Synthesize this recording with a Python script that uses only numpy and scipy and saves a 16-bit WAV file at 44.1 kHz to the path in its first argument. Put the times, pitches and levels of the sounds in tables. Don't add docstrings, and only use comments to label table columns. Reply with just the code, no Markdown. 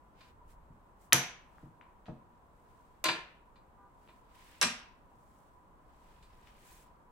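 import sys
import numpy as np
from scipy import signal
from scipy.fft import rfft, irfft, next_fast_len
from scipy.io import wavfile
from scipy.ndimage import map_coordinates

SR = 44100
rng = np.random.default_rng(int(sys.argv[2]) if len(sys.argv) > 2 else 0)


def to_wav(sig):
    pcm = np.clip(np.atleast_2d(sig), -1, 1) * 32767
    pcm = np.round(pcm).astype(np.int16)
    wavfile.write(sys.argv[1], SR, pcm.T)


N = 313754
T = np.arange(int(.7 * SR)) / SR


def amp(db):
    return 10 ** (np.asarray(db) / 20)


def unit(x):
    return x / np.sqrt(np.mean(x ** 2) + 1e-20)


def along(points, hz):
    f, value = np.transpose(points)
    return np.interp(np.log(hz + 1), np.log(f), value)


def wobble(rate):
    knots = rng.standard_normal(int(N * rate / SR) + 4)
    return map_coordinates(knots, [np.arange(N) * rate / SR])


def swell(rows, rest_db):
    t = np.arange(N) / SR
    power = amp(rest_db) ** 2
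    for s, length, db in rows:
        bell = np.exp(-2 * ((t - s) / length) ** 2)
        power = power + (amp(db) * bell) ** 2
    return np.sqrt(power)


def filtered(x, response):
    n = x.shape[-1]
    m = next_fast_len(n + 8192)
    return irfft(rfft(x, m) * response(np.fft.rfftfreq(m, 1 / SR)), m)[..., :n]


def band(x, low_hz, high_hz):
    return signal.sosfilt(signal.butter(3, [low_hz, high_hz], "band", fs=SR, output="sos"), x)


def noise(size, spectrum, alike):
    def colours(hz):
        turn = np.arccos(np.clip(along(alike, hz), -1, 1)) / 2
        return amp(along(spectrum, hz)) * [np.cos(turn), np.sin(turn)]

    mid, side = filtered(rng.standard_normal((2, size)), colours)
    return np.array([mid + side, mid - side])


def dying(x, t60):
    hz, t, z = signal.stft(x, SR, nperseg=256)
    decay = amp(-60 * t / along(t60, hz)[:, None])
    return signal.istft(z * decay, SR, nperseg=256)[1][:, :x.shape[1]]


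def panned(x, left_right_db):
    return x * amp([[left_right_db / 2], [-left_right_db / 2]])


def add(out, s, sound):
    part = out[:, round(s * SR):][:, :sound.shape[1]]
    part += sound[:, :part.shape[1]]


# frequency in Hz, relative level in dB per Hz
HUM_SPECTRUM = [(15, -15), (25, -8.5), (53, -3), (100, -10.5), (160, -9.5), (400, -14), (650, -14.5),
                (1000, -11), (1500, -21.5), (2400, -34.5), (5000, -48), (8000, -42.5), (12000, -44),
                (15500, -46)]
# frequency in Hz, left-right likeness (1 is identical)
HUM_ALIKE = [(60, 0.16), (180, 1), (550, 0.54), (1650, -0.038), (4970, -0.078), (15000, 0.5)]


def hum(level_db=-63.5):
    return amp(level_db + 0.2 * wobble(3.6)) * unit(noise(N, HUM_SPECTRUM, HUM_ALIKE))


def whir(level_db=-70, centre_hz=990, width_hz=90):
    flat = noise(N, [(1000, 0)], HUM_ALIKE)
    tone = unit(band(flat, centre_hz - width_hz / 2, centre_hz + width_hz / 2))
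    return amp(level_db + 2.6 * wobble(18)) * tone


# time of the top in seconds, length in seconds, level in dB
RUMBLE_SWELLS = [(.54, 0.3, -58), (6.3, .9, -64.5)]


def rumble(rest_db=-71):
    spectrum = [(12, -15), (27, 0), (60, -6), (150, -25), (600, -67.5), (2000, -120)]  # Hz, dB per Hz
    return swell(RUMBLE_SWELLS, rest_db) * unit(noise(N, spectrum, [(50, 1.0)]))


def horn(start_s=3.765, end_s=3.9, level_db=-63, low_hz=399, high_hz=491, flare_hz=1040, flare_width_hz=330):
    tone = 0
    for hz in np.outer([low_hz, high_hz], np.arange(1, 5)).ravel():
        flare = 1 / np.hypot(1, 2 * (hz - flare_hz) / flare_width_hz)
        tone = tone + flare * np.sin(2 * np.pi * hz * T)
    tone = unit(band(tone, 250, 1470))
    fade_in = np.clip(T / 0.024, 0, 1)
    fade_out = np.clip((end_s - start_s - T) / 0.021, 0, 1)
    out = np.zeros((2, N))
    add(out, start_s, amp(level_db) * fade_in * fade_out * np.array([tone, tone]))
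    return out


# fastest moment in seconds, length in seconds,
# level of the rub in dB, brightness (hiss against rub) in dB
STROKES = [(0.219, 0.074, -66.5, -9), (0.286, 0.045, -70.5, -4.5), (0.514, 0.047, -74.5, 5.5),
           (1.04, .06, -78.5, 9.5), (1.6, .16, -79, 0), (2.76, 0.35, -82, 3), (4.1, 0.19, -78, 1.5),
           (4.354, .014, -66.5, -2), (4.402, 0.059, -70, -2), (4.509, 0.25, -64.5, -3), (5.334, .3, -83, 7),
           (6.12, 0.32, -74, -2), (6.487, 0.03, -66, -10), (6.56, 0.41, -70, -4), (6.728, 0.15, -67, 6)]
# frequency in Hz, relative level in dB per Hz
RUB_SPECTRUM = [(600, -23), (1600, 4), (2800, 1.5), (5000, -6), (9000, -21.5)]
# frequency in Hz, relative level in dB per Hz
HISS_SPECTRUM = [(2000, -25.5), (5500, -5.5), (8500, 0.5), (11500, -3), (13600, -6.5), (15500, -1.5)]


def sleeves(grain_db=0.8, rest_db=-87, rest_bright_db=-2):
    grain = amp(grain_db * wobble(130) + wobble(20))
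    rub = unit(noise(N, RUB_SPECTRUM, [(1500, 0.16), (8000, .1)]) * grain)
    hiss = unit(noise(N, HISS_SPECTRUM, [(8000, 0.12)]) * amp(1.3 * wobble(140)))
    rub_gain = swell([(s, length, db) for s, length, db, _ in STROKES], rest_db)
    hiss_rows = [(s, length, db + bright_db) for s, length, db, bright_db in STROKES]
    hiss_gain = swell(hiss_rows, rest_db + rest_bright_db)
    return rub_gain * rub + hiss_gain * hiss


# frequency in Hz, relative level in dB
ROOM_SPECTRUM = [(60, -3.5), (150, 2.5), (500, -0.5), (2000, -2), (4000, -1), (6200, -2), (9000, -7),
                 (12000, -3), (15000, -20.5)]
# frequency in Hz, t60 in seconds
ROOM_T60 = [(100, .42), (500, 0.47), (2400, 0.5), (6000, .35), (8000, 0.31), (14000, 0.19)]
# frequency in Hz, left-right likeness (1 is identical)
ROOM_ALIKE = [(150, 1), (400, .88), (900, 0.8), (2000, .35), (5000, 0.12), (12000, 0.17)]


def in_room(x, wet_db, walls_s=0.0086, near_db=-7):
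    near = amp(near_db) * np.minimum(T / walls_s * 2, 1)
    build = np.where(T < walls_s, near, 1)
    tail = dying(noise(len(T), ROOM_SPECTRUM, ROOM_ALIKE), ROOM_T60) * build
    tail /= np.linalg.norm(build * amp(-60 * T / ROOM_T60[2][1]))
    return x + amp(wet_db) * signal.fftconvolve(x, tail, axes=1)[:, :len(T)]


SPOTS = ["middle", "rim", "near"]
# frequency in Hz, t60 in seconds, then relative level in dB
GLASS_MODES = [(137, .23, 4.5, -5, -7), (179, 0.18, 1.5, -1.5, -1), (224, .3, -6, -11, 3),
               (246, .28, -.5, -25, 1), (332.2, 0.27, -3, 5.5, 2), (380, 0.22, -11.5, -8, 2),
               (471, 0.26, 0, -16, -8), (624, 0.22, 5.5, 5, -6), (717, .2, -4, -14, -6),
               (883, 0.32, -0.5, -15, -15), (940, .3, -5.5, 1, 0), (956, 0.25, -7.5, 3, 4.5),
               (1007, 0.24, -8, 5, -4), (1051, 0.36, 0, 10, -11.5), (1205, .22, -4, -7.5, 5),
               (1393.7, .35, -10.5, -2, -11.5), (1619, 0.29, -1.5, -2, 3), (1713, .3, -2, 3, -10.5),
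               (1930, .3, -0.5, -18, -24), (2347, .22, -7, -1.5, -13.5), (2419, .3, -6, 5, .5),
               (2592, .4, -0.5, -13, -5.5), (2840, .27, -8, 0.5, -2), (3194, .28, -0.5, -13, 1.5),
               (3631, 0.17, -8.5, 9.5, -13), (3950, .2, -11.5, -5, 8), (4086, .2, -4.5, 10.5, -1),
               (4707, 0.25, -13.5, 8, -13), (5650, .22, -13.5, -6, 4), (6043, .33, 1.5, -17, 2)]


def glass_ringing(modes_db=-19.5, port_lag_s=.0001, wander=.016):
    hz, t60, *spot_db = np.transpose(GLASS_MODES)[:, :, None]
    phase = rng.uniform(0, 2 * np.pi, (len(SPOTS), len(GLASS_MODES), 1))
    lag = port_lag_s * rng.standard_normal(hz.shape) * np.array([-.5, .5])[:, None, None]
    steps = rng.standard_normal((len(GLASS_MODES), len(T)))
    blur = wander * np.sqrt(hz / hz.mean()) * np.cumsum(steps, axis=1)
    ringing = {}
    for spot, db, start in zip(SPOTS, spot_db, phase):
        decay = amp(modes_db + db - 60 * T / t60)
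        ringing[spot] = (decay * np.sin(2 * np.pi * hz * (T + lag) + start + blur)).sum(axis=1)
    return ringing


# start in seconds, level in dB (rms of the first 20 ms before room and panning),
# treble edge in Hz (lower for softer contact), spot
KNOCKS = [(0.2066, -61, 4900, "rim"), (0.702, -56, 258, "middle"), (1.1246, -32.5, 4200, "middle"),
          (1.127, -27.5, 2600, "middle"), (1.629, -53.5, 270, "middle"), (1.8125, -68.5, 2900, "rim"),
          (2.062, -62, 4500, "middle"), (2.081, -48, 850, "middle"), (2.09, -42.5, 320, "middle"),
          (3.0398, -31.5, 7200, "rim"), (3.054, -30, 4600, "rim"), (3.085, -28, 4146, "rim"),
          (3.5563, -68.5, 4500, "rim"), (4.085, -62, 3000, "rim"), (4.615, -28, 7973, "near"),
          (4.627, -27, 6330, "near"), (6.225, -66.5, 8000, "rim")]
# frequency in Hz, relative level in dB per Hz
CLATTER_SPECTRUM = [(60, -4.5), (140, -2.5), (400, -2), (1000, 0.5), (2400, 1), (4200, -4), (6000, -10.5),
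                    (9000, -2), (15000, -19)]
# frequency in Hz, t60 in seconds
CLATTER_T60 = [(100, 0.081), (1000, 0.076), (4000, .1), (12000, 0.31)]
THUD_DB = {"middle": -6.5, "rim": -24, "near": -16}


def knocks(wet_db=-2, pan_db=0.5, attack_s=0.0014, thud_s=.013, thud_low_hz=72, thud_high_hz=230,
           slap_db=-28, slap_octaves=3.8, octaves_per_db=-0.03):
    out = np.zeros((2, N))
    ringing = glass_ringing()
    rise = 1 - np.exp(-T / attack_s)
    for s, level_db, high_hz, spot in KNOCKS:
        ring = ringing[spot] * rise
        clatter = dying(unit(noise(len(T), CLATTER_SPECTRUM, ROOM_ALIKE)), CLATTER_T60) * rise
        heard = panned(ring + in_room(clatter, wet_db), pan_db)
        octaves = slap_octaves + octaves_per_db * (level_db - slap_db)
        blow = s, level_db, high_hz / 2 ** octaves, high_hz
        thud = s + thud_s, level_db + THUD_DB[spot], thud_low_hz, thud_high_hz
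        for start_s, db, low_edge_hz, high_edge_hz in blow, thud:
            first = band((ring + clatter)[:, :SR // 50], low_edge_hz, high_edge_hz)
            first_rms = np.sqrt(np.mean(first ** 2))
            add(out, start_s, amp(db) / first_rms * band(heard, low_edge_hz, high_edge_hz))
    return out


# start in seconds, pulse peak in dB before room and panning,
# pulse centre in Hz (higher for harder contact), piece, left-right difference in dB (positive is left)
CLICKS = [(1.1243, -8, 2150, "captured", 4.5), (1.1259, -10.5, 2150, "captured", -1.5),
          (1.1304, -7.5, 9000, "captured", 0.5), (1.1311, 0, 7030, "captured", -2.5),
          (1.132, -15, 1900, "captured", 1), (1.583, -46.5, 970, "captured", 6),
          (1.812, -43, 1508, "captured", 4), (2.058, -49.5, 2200, "captured", -2),
          (3.042, -17.5, 8010, "captured", -2), (3.0842, -26, 3000, "captured", 3),
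          (4.0761, -54, 1890, "captured", 5), (4.6141, -15, 4200, "reply", -5.5),
          (4.6277, -16.5, 7990, "reply", -3), (6.473, -49, 1900, "reply", 6)]
PIECES = {"captured": (6080, -6), "reply": (5600, 0)}
# multiple of the base frequency, relative level in dB, t60 in seconds
PIECE_MODES = [(0.998, -2.5, 0.018), (1.05, -6.5, 0.016), (1.25, -8.5, .005), (1.63, -8, 0.019),
               (1.7, -3.5, .014), (1.96, -8, .016)]


def clicks(spread=1.9, wet_db=-1, port_phase=1.1, attack_s=0.00035, reach=1.5):
    out = np.zeros((2, N))
    impulse = 1. * (T == 0)
    lead = np.array([[-.5], [.5]]) * port_phase
    for s, click_db, click_hz, piece, pan_db in CLICKS:
        edges = click_hz / spread, click_hz * spread
        pulse = band(band(impulse, *edges), *edges)
        pulse = pulse / np.abs(pulse).max()
        base_hz, ring_db = PIECES[piece]
        ring = 0
        for k, db, t60 in PIECE_MODES:
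            ring = ring + amp(db - 60 * T / t60) * np.sin(2 * np.pi * base_hz * k * T + lead * k)
        ring = ring * (1 - np.exp(-T / attack_s))
        excited = amp(ring_db) / np.hypot(1, (base_hz / (reach * click_hz)) ** 3)
        direct = amp(click_db) * (pulse + excited * ring)
        add(out, s, in_room(panned(direct, pan_db), wet_db))
    return out


def scene():
    surroundings = hum() + whir() + rumble() + horn()
    return surroundings + sleeves() + knocks() + clicks()


# frequency in Hz, gain of their sum in dB,
# gain of their difference in dB
MICROPHONE = [(8750, 0.5, 1), (9890, -18, 1.5), (10485, 0, -0.5), (12000, 3, -0.5), (12900, -13, -6.5),
              (15000, -0.5, -0.5)]


def record(dry, ceiling=.93, top_hz=15900):
    mid_side = np.array([dry[0] + dry[1], dry[0] - dry[1]]) / 2
    f, *gains = np.transpose(MICROPHONE)
    mid, side = filtered(mid_side, lambda hz: amp([along(np.c_[f, db], hz) for db in gains]))
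    x = np.array([mid + side, mid - side])
    x = x / (1 + (x / ceiling) ** 6) ** (1 / 6)
    return filtered(x, lambda hz: 1 / (1 + (hz / top_hz) ** 120))


dry = scene()
out = record(dry)
to_wav(out)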